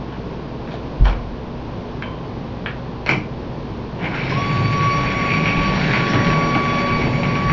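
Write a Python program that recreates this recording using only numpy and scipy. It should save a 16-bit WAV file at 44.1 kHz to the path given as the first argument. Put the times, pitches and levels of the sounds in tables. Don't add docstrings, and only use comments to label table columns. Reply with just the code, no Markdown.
import sys
import numpy as np
from scipy import signal
from scipy.fft import rfft, irfft, next_fast_len
from scipy.io import wavfile
from scipy.ndimage import map_coordinates

SR = 44100
rng = np.random.default_rng(int(sys.argv[2]) if len(sys.argv) > 2 else 0)


def inscribe(sig):
    pcm = np.round(np.clip(np.atleast_2d(sig).T, -1, 1) * 32767)
    wavfile.write(sys.argv[1], SR, pcm.astype(np.int16))


N = 331829


def amp(db):
    return 10 ** (np.asarray(db) / 20)

def unit(x):
    return x / np.sqrt(np.mean(x ** 2) + 1e-20)

def clock():
    return np.arange(N) / SR

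def curves(rows):
    times, *columns = np.transpose(rows)
    return [np.interp(clock(), times, column) for column in columns]

def fade_in(start, length):
    return np.clip((clock() - start) / length, 0, 1)

def passing(middle_s, width_s):
    return np.exp(-((clock() - middle_s) / width_s) ** 2)

def wobble(rate):
    return map_coordinates(rng.standard_normal(4096), [clock() * rate], mode="wrap")

def filtered(x, response):
    size = next_fast_len(len(x) + SR // 4)
    return irfft(rfft(x, size) * response(np.fft.rfftfreq(size, 1 / SR)), size)[:len(x)]

def coloured(x, spectrum):
    size = 8192
    hz, db = np.transpose(spectrum)
    shape_db = np.interp(np.log(np.fft.rfftfreq(size, 1 / SR) + 1), np.log(hz + 1), db)
    cepstrum = irfft(np.log(amp(shape_db)))
    fold = np.r_[1, np.full(size // 2 - 1, 2), np.zeros(size // 2)]
    return signal.fftconvolve(x, irfft(np.exp(rfft(cepstrum * fold))))[:len(x)]

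def resonance(f, hz, width):
    return 1j * f * width / (hz * hz - f * f + 1j * f * width)

def ringing(x, modes):
    peaks = lambda f: sum(amp(db) * resonance(f, hz, width) for hz, width, db in modes)
    return filtered(x, lambda f: peaks(f) / (1 + (f / 2950) ** 16))

def in_room(x, wet_db, echo_s=0.29):
    decay = np.pad(amp(-120 * np.arange(SR // 2) / SR / echo_s), (SR // 300, 0))
    energy = np.abs(signal.fftconvolve(x ** 2, decay / decay.sum())[:len(x)])
    return x + amp(wet_db) * np.sqrt(energy) * rng.standard_normal(len(x))

def add(track, s, sound):
    part = track[round(s * SR):][:len(sound)]
    part += sound[:len(part)]

def impacts(rate, spread_db):
    hits = rng.random(N) < rate / SR
    return hits * amp(spread_db * rng.standard_normal(N)) * np.sign(rng.standard_normal(N))


# frequency in Hz, relative strength in dB.
AIR_TONE = [(20, -10.5), (35, -9), (58, -8.5), (80, -11), (105, -2), (135, -1.5), (210, -5.5), (330, -8),
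            (450, -9), (700, -15.5), (1060, -15.5), (1250, -24.5), (1550, -25.5), (2000, -29.5),
            (2500, -30), (3200, -32), (4600, -36.5), (5700, -43.5), (7100, -58.5), (7500, -85.5)]
# pitch in Hz, level in dB.
APPLIANCE_HUM = [(59.3, -38), (129, -43)]
def background():
    def hum(hz, db):
        level = np.sqrt(2) * amp(db + 0.26 * wobble(1.6))
        return level * np.sin(2 * np.pi * hz * clock() + 0.18 * wobble(5))
    air = amp(-29 + 0.38 * wobble(3.9)) * unit(coloured(rng.standard_normal(N), AIR_TONE))
    fridge = hum(hz=240, db=-39 + 11.5 * passing(6.83, 0.92))
    return air + fridge + sum(hum(hz, db) for hz, db in APPLIANCE_HUM)

# start in seconds, then click level, shell ring and treble lift, all in dB.
FINGER_TAPS = [(.125, -53.5, -63, -6), (0.675, -56, -66, 4), (0.686, -55.5, -63, 0),
               (0.718, -54.5, -58.5, 3), (2.023, -41.5, -43.5, -14), (2.66, -36, -41, -23.5)]
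def taps():
    out = np.zeros(N)
    for s, click_db, shell_db, hard_db in FINGER_TAPS:
        add(out, s, contact(click_db, shell_db, click_db - 24.5, hard_db, count=1))
    return out

def blow(t60, wet_db, count, gap_s=0.021, loss_db=13.5):
    t = np.arange(SR // 2) / SR
    energy = sum((t >= k * gap_s) * amp(-loss_db * k - 60 * np.abs(t - k * gap_s) / t60) ** 2
                 for k in range(count))
    rise = 1 - np.exp(-t / 0.0007)
    return in_room(rng.standard_normal(len(t)) * np.sqrt(energy) * rise, wet_db)

# frequency in Hz, relative strength in dB.
SNAP_TONE = [(500, -9.5), (1100, -5.5), (1500, 3.5), (1780, 5), (1950, 1), (2250, -9.5), (3100, -5.5),
             (3600, -14), (4300, -11.5), (5000, -22), (5700, -19.5), (6200, -37), (7400, -36.5)]
KNOCK_TONE = [(200, -27.5), (450, -4.5), (650, 4.5), (1100, 1), (1450, -7.5), (2000, -22), (6000, -51)]
# pitch in Hz, width in Hz, relative strength in dB.
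SHELL_MODES = [(1450, 140, -30), (2110, 190, -2.5), (2265, 74, -3), (2450, 97, -13), (2920, 200, -16.5)]
CHASSIS_MODES = [(2320, 30, 0)]
def contact(click_db, shell_db, knock_db, hard_db, count, thud_db=-np.inf, chassis_db=-np.inf):
    crack = blow(t60=0.012, wet_db=0.8, count=count)
    snap = amp(click_db) * coloured(unit(coloured(crack, SNAP_TONE)), [(3400, 0), (5600, hard_db)])
    shell = amp(shell_db) * unit(ringing(crack, SHELL_MODES))
    chassis = amp(chassis_db) * unit(ringing(crack, CHASSIS_MODES))
    push = blow(t60=0.023, wet_db=7, count=count)
    knock = amp(knock_db) * unit(coloured(push, KNOCK_TONE))
    return snap + shell + chassis + knock + amp(thud_db) * thud(push)

# middle and half-length in seconds, pitch and width in Hz, level in dB.
PLASTIC_SCRAPES = [(0.736, .03, 3520, 1400, -46), (1.074, 0.029, 3250, 1000, -38),
                   (4.054, 0.061, 2840, 900, -39.5), (4.162, 0.055, 1500, 600, -29),
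                   (4.312, 0.022, 5160, 600, -42), (5.328, 0.081, 2390, 400, -25),
                   (5.496, .035, 2520, 420, -26.5), (5.603, 0.11, 2450, 400, -28.5),
                   (5.876, 0.12, 4020, 1500, -47), (6.109, 0.034, 5300, 600, -40),
                   (6.145, 0.014, 3300, 1600, -38)]
def scrapes():
    out, t = np.zeros(N), np.arange(-SR // 4, SR // 4) / SR
    for s, half_length, hz, width, db in PLASTIC_SCRAPES:
        slips = in_room(impacts(rate=420, spread_db=5.5)[:len(t)], wet_db=1)
        rasp = filtered(slips, lambda f: resonance(f, hz, width) ** 2)
        add(out, s + t[0], amp(db) * unit(rasp) * np.exp(-(t / half_length) ** 2))
    return out

# pitch in Hz, relative strength in dB.
BODY_MODES = [(690, -2), (1040, -2), (1430, -1)]
# start in seconds, level in dB, ring time in seconds, softness in dB lost per octave.
BODY_KNOCKS = [(.739, -17, 0.043, 18), (1.064, -37, 0.2, 0)]
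def knocks():
    out, t = np.zeros(N), np.arange(SR // 2) / SR
    for s, db, t60, soft_db in BODY_KNOCKS:
        ring = sum(amp(level - soft_db * np.log2(hz / BODY_MODES[0][0]))
                   * np.sin(2 * np.pi * hz * t + 0.43 * wobble(80)[:len(t)]) for hz, level in BODY_MODES)
        add(out, s, ring * amp(db - 60 * t / t60) * (1 - np.exp(-t / 0.00092)))
    return out

def knee(start_s=0.9975, push_hz=59):
    out = np.zeros(N)
    add(out, start_s, amp(-14) * np.hanning(round(SR / push_hz / 2)))
    add(out, start_s, amp(-43) * thud(blow(t60=0.09, wet_db=8, count=2)))
    return out

# frequency in Hz, relative strength in dB.
THUD_TONE = [(70, -35.5), (120, 6.5), (330, -4.5), (520, -11.5), (900, -37), (3000, -66)]
# pitch in Hz, width in Hz, relative strength in dB.
FLOOR_MODES = [(103, 16, -2), (130.3, 8, -4.5), (156.4, 9.7, -1.5), (186, 12, -2), (207, 10, -3),
               (310, 18, 4.5), (361, 8.7, -4)]
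def thud(push):
    dull = coloured(push, THUD_TONE)
    return unit(unit(dull) + amp(-3) * unit(ringing(dull, FLOOR_MODES)))

# start in seconds, board swing in dB, rumble in dB.
FOOTFALLS = [(1.009, -7, -23), (4.939, -31, -30.5), (5.577, -20.5, -26), (5.691, -30, -36.5),
             (6.271, -28, -38), (6.891, -36, -27), (6.96, -28, -31.5), (7.453, -24, -40)]
# pitch in Hz, relative strength in dB, ring time in seconds.
BOARD_MODES = [(45.7, 3.5, 0.59), (33, -18, .18), (70, -19.5, .12), (102, 2, 0.098), (146, -17, 0.35)]
# frequency in Hz, relative strength in dB.
RUMBLE_TONE = [(10, -13.5), (22, -7.5), (40, -2.5), (75, -4.5), (130, -19.5), (300, -58), (1000, -100)]
def steps():
    out, t = np.zeros(N), np.arange(SR) / SR
    for s, swing_db, rumble_db in FOOTFALLS:
        swing = sum(amp(db - 60 * t / t60) * np.sin(2 * np.pi * hz * t) for hz, db, t60 in BOARD_MODES)
        rumble = unit(coloured(rng.standard_normal(len(t)), RUMBLE_TONE)) * amp(-60 * t / 1.5)
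        add(out, s, (amp(rumble_db) * rumble - amp(swing_db) * swing) * (1 - np.exp(-t / 0.0029)))
    return out

# start in seconds, then click, shell ring, knock, floor thud and treble lift, all in dB.
CAR_LANDINGS = [(1.046, -51, -63, -49, -69, 6), (1.054, -41, -51, -39, -56, 3.5),
                (1.068, -50, -53, -39, -57, 1), (1.097, -49, -54, -48, -62, 2),
                (1.128, -56, -56, -47, -62, 0), (3.062, -39, -39, -45, -49, 5),
                (3.091, -35.5, -29.5, -35, -31.5, 11), (3.111, -43, -39, -40, -30, 3),
                (3.136, -53, -43, -54, -56, 4)]
def landings():
    out = np.zeros(N)
    for s, click_db, shell_db, knock_db, thud_db, hard_db in CAR_LANDINGS:
        add(out, s, contact(click_db, shell_db, knock_db, hard_db, count=2,
                            thud_db=thud_db, chassis_db=shell_db - 7.5))
    return out

# pitch in Hz, level in dB, ring time in seconds.
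SPRING_MODES = [(1030, -38, 2.2), (1125, -42, 1.5), (3050, -42, .7), (3140, -42.5, 0.7)]
def spring(start_s=2.023):
    out, t = np.zeros(N), np.arange(SR) / SR
    for hz, db, t60 in SPRING_MODES:
        ring = np.sin(2 * np.pi * hz * t + wobble(69)[:len(t)])
        add(out, start_s, amp(db - 60 * t / t60) * ring)
    return out

ROLL_START_S, ROLL_RISE_S = 3.97, 0.049
LAUNCH_S, LAUNCH_WIDTH_S = 4.32, 0.035
CORNER_S, CORNER_WIDTH_S = 6.45, 1
# time in seconds, then relative levels of gear rattle and shell ring in dB.
RATTLE_LEVELS = [(4.0, -40, -40), (4.06, -36, -26.5), (4.1, -37, -35), (4.2, -36.5, -27.5),
                 (4.65, -34.5, -31), (5.2, -35, -27), (5.42, -33, -30), (5.72, -31.5, -28.5),
                 (5.92, -24.5, -29), (6.02, -30, -26), (6.14, -24.5, -31), (6.38, -32.5, -29.5),
                 (6.95, -34.5, -30), (7.35, -38.5, -31.5), (7.52, -27.5, -41)]
# frequency in Hz, relative strength in dB.
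GEAR_TONE = [(700, -14.5), (1250, -17), (1450, -1.5), (1750, 3), (1950, 6), (2700, -11.5), (3200, -17.5),
             (4000, -24.5), (7000, -45.5)]
FIZZ_TONE = [(1500, -35), (2700, 5.5), (3300, -1.5), (3900, -1), (4500, -5), (4900, -10.5), (5650, -6.5),
             (6000, -30), (6400, -25), (7000, -26), (7400, -47.5)]
def gears():
    gear_db, shell_db = curves(RATTLE_LEVELS)
    teeth = impacts(rate=1200, spread_db=1.5) * amp(0.83 * wobble(45) + 0.74 * wobble(13))
    chatter = in_room(teeth, wet_db=-4.5)
    rattle = amp(gear_db + 1) * unit(coloured(chatter, GEAR_TONE))
    shell = amp(shell_db + 0.5) * unit(ringing(chatter, SHELL_MODES))
    rattle_db = (gear_db + shell_db) / 2
    fizz_db = -36 + rattle_db - rattle_db[clock() > ROLL_START_S].mean()
    fizz_db += passing(LAUNCH_S, LAUNCH_WIDTH_S) - 1.5 * passing(CORNER_S, CORNER_WIDTH_S)
    ticks = in_room(impacts(rate=700, spread_db=4.5), wet_db=2)
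    fizz = amp(fizz_db) * unit(coloured(ticks, FIZZ_TONE))
    return (rattle + shell) * fade_in(ROLL_START_S, ROLL_RISE_S) + fizz * fade_in(ROLL_START_S, 0.25)

# frequency in Hz, relative strength in dB.
TREAD_TONE = [(150, -15), (280, 0), (420, -1.5), (520, -6.5), (750, -5.5), (1050, -8), (1250, -15),
              (1700, -36.5), (4000, -58)]
# time in seconds, relative level in dB, pitch in Hz.
TYRE_DRUM = [(4.04, -27.5, 151), (4.25, -29, 140.3), (4.35, -21.5, 132.2), (4.68, -19.5, 125.8),
             (5.05, -25, 149.9), (5.3, -22.5, 167.8), (6.15, -21.5, 162.3), (6.6, -25.5, 155.2),
             (6.95, -23, 145.3), (7.52, -19, 147.8)]
def tyres():
    drum_db, centre_hz = curves(TYRE_DRUM)
    scrub = in_room(impacts(rate=900, spread_db=5), wet_db=5)
    tread = amp(-30.5 + 5 * passing(CORNER_S, CORNER_WIDTH_S)) * unit(coloured(scrub, TREAD_TONE))
    drum = amp(drum_db + 1.5 * passing(LAUNCH_S, LAUNCH_WIDTH_S)) * drumming(centre_hz)
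    return (tread + drum) * fade_in(ROLL_START_S, ROLL_RISE_S)

def drumming(centre_hz, width_hz=27.4):
    narrow = lambda f: 1 / np.sqrt(1 + (f / width_hz) ** 2) / (1 + (f / 120) ** 4)
    slow_noise = lambda: filtered(rng.standard_normal(N), narrow)
    turn = 2 * np.pi * np.cumsum(centre_hz) / SR
    band = slow_noise() * np.cos(turn) + slow_noise() * np.sin(turn)
    throb = filtered(band, lambda f: 1 - 1 / (1 + (f / 88) ** 12))
    return unit(throb + amp(2) * ringing(throb, FLOOR_MODES))

# start in seconds, then clatter, hollow knock and floor thud, all in dB.
SEAM_BUMPS = [(4.142, -47, -60, -67), (4.823, -44.5, -61, -47), (4.985, -57, -40.5, -48),
              (5.338, -42.5, -59, -58), (5.457, -37, -58, -46), (5.765, -54, -38, -43),
              (5.813, -40.5, -59, -52), (5.936, -35.5, -38, -47), (6.135, -42.5, -36, -26.5),
              (6.266, -48, -50.5, -34), (6.302, -41, -59, -40.5), (6.55, -40, -34, -30.5),
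              (6.688, -43, -49, -50), (6.872, -44.5, -51, -45), (7.016, -47, -49, -52.5),
              (7.233, -41, -47, -37), (7.354, -43, -53, -47), (7.497, -39.5, -44, -38)]
def bumps():
    out = np.zeros(N)
    for s, db, knock_db, thud_db in SEAM_BUMPS:
        add(out, s, contact(db, db + 3, knock_db, hard_db=-4, count=2, thud_db=thud_db))
    return out

# time in seconds, shaft turns a second.
MOTOR_SPEED = [(4.5, 283.1), (4.7, 282.9), (5.1, 281.8), (5.38, 283.2), (5.72, 283), (5.85, 281.8),
               (6.0, 282.8), (6.15, 282.7), (6.45, 283.7), (6.8, 284.1), (7.0, 283.7), (7.13, 282.5),
               (7.38, 283.7)]
# time in seconds, relative level in dB.
WHINE_LEVELS = [(4.35, -30), (4.415, -24.5), (4.45, -26.5), (4.59, -22.5), (4.64, -29.5), (4.87, -17),
                (5.12, -28.5), (5.2, -24), (5.51, -28.5), (5.67, -21.5), (5.87, -42), (5.96, -27),
                (6.27, -25.5), (6.34, -22), (6.96, -23), (7.08, -36), (7.52, -21)]
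WHINE_HALF = [(4.4, -51.5), (5.0, -39), (5.5, -44), (5.7, -36), (5.92, -44.5), (6.15, -32.5), (6.5, -35.5),
              (6.66, -44), (6.85, -32), (7.05, -44), (7.22, -33.5), (7.52, -44)]
WHINE_X2 = [(4.4, -40), (4.6, -38), (4.74, -42), (4.91, -35), (5.05, -44), (5.5, -31.5), (5.82, -50),
            (5.96, -30.5), (6.13, -45.5), (6.31, -30), (6.45, -43), (6.54, -30.5), (6.68, -34), (6.76, -35),
            (6.88, -36.5), (7.03, -30), (7.12, -45), (7.52, -39)]
WHINE_X3 = [(4.5, -44), (4.601, -53), (5.13, -45), (5.35, -51.5), (6.05, -48), (6.22, -44), (6.35, -51),
            (6.85, -42), (7.151, -53)]
WHINE_X4 = [(4.4, -53), (4.49, -41), (4.58, -47), (4.67, -41.5), (4.85, -49), (4.93, -42), (5.14, -52.5),
            (5.34, -41.5), (5.55, -48.5), (5.69, -43.5), (5.88, -47), (6.1, -49), (6.22, -45), (6.55, -46),
            (6.7, -49), (6.8, -43), (7.0, -45.5), (7.2, -46.5), (7.52, -47.5)]
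WHINE_X5 = [(4.42, -45), (4.52, -63), (4.71, -63), (4.78, -48.5), (4.97, -46), (5.08, -55.5), (5.45, -48.5),
            (5.9, -53), (6.46, -46.5), (6.61, -56), (6.74, -48.5), (6.87, -57.5), (7.52, -51.5)]
# multiple of the shaft's speed, relative level in dB.
SHAFT_HUM = [(1, -42.5), (5, -49.5)]
TOP_OVERTONES = [(18, -66), (22, -63.5), (24, -63)]
def motor(start_s=4.318, spin_up_s=0.03):
    (shaft_hz,), (whine_db,) = curves(MOTOR_SPEED), curves(WHINE_LEVELS)
    spin_up = 1 - 0.13 * np.exp(-np.maximum(clock() - start_s, 0) / spin_up_s)
    angle = 2 * np.pi * np.cumsum(shaft_hz * spin_up * (1 + 0.00065 * wobble(45))) / SR

    def tone(db, multiple):
        level = amp(db + 2.5 * wobble(40))
        return level * np.sin(round(multiple) * angle + (0.091 + 0.019 * multiple) * wobble(60))

    swelling = lambda table: sum(tone(db + 2 * wobble(7), multiple) for multiple, db in table)
    stutter_db = 5.5 * passing(start_s, 0.092) * wobble(70)
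    whine = amp(whine_db - 1 + stutter_db + 0.5 * wobble(30)) * np.sin(4 * angle)
    hum = amp(-0.5 + 6 * passing(CORNER_S, CORNER_WIDTH_S)) * swelling(SHAFT_HUM)
    hum += tone(curves(WHINE_HALF)[0], 2)
    overtones = sum(tone(curves(levels)[0] + 1.5 * wobble(22), 4 * k)
                    for k, levels in enumerate([WHINE_X2, WHINE_X3, WHINE_X4, WHINE_X5], 2))
    upper = amp(1.5) * overtones + swelling(TOP_OVERTONES)
    return np.sqrt(2) * (whine * fade_in(start_s, 0.008) + (hum + upper) * fade_in(start_s, 0.14))

# frequency in Hz, relative strength in dB.
GRIT_TONE = [(1500, -26.5), (3000, 5), (4200, 0), (4900, -12.5), (5500, -4), (6100, -18), (7400, -28)]
def grit():
    ticks = in_room(impacts(rate=110, spread_db=2.5), wet_db=5.5)
    return amp(-41.5) * passing(6.0, 0.59) * unit(coloured(ticks, GRIT_TONE))

def scene():
    driving = motor() + gears() + tyres() + scrapes() + grit()
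    clatter = taps() + landings() + bumps() + knocks() + spring()
    return (driving + clatter + knee() + steps() + background())[None]

def record(dry):
    top_hz = 7350
    return np.array([filtered(channel, lambda hz: 1 / (1 + (hz / top_hz) ** 120)) for channel in dry])


dry = scene()
out = record(dry)
inscribe(out)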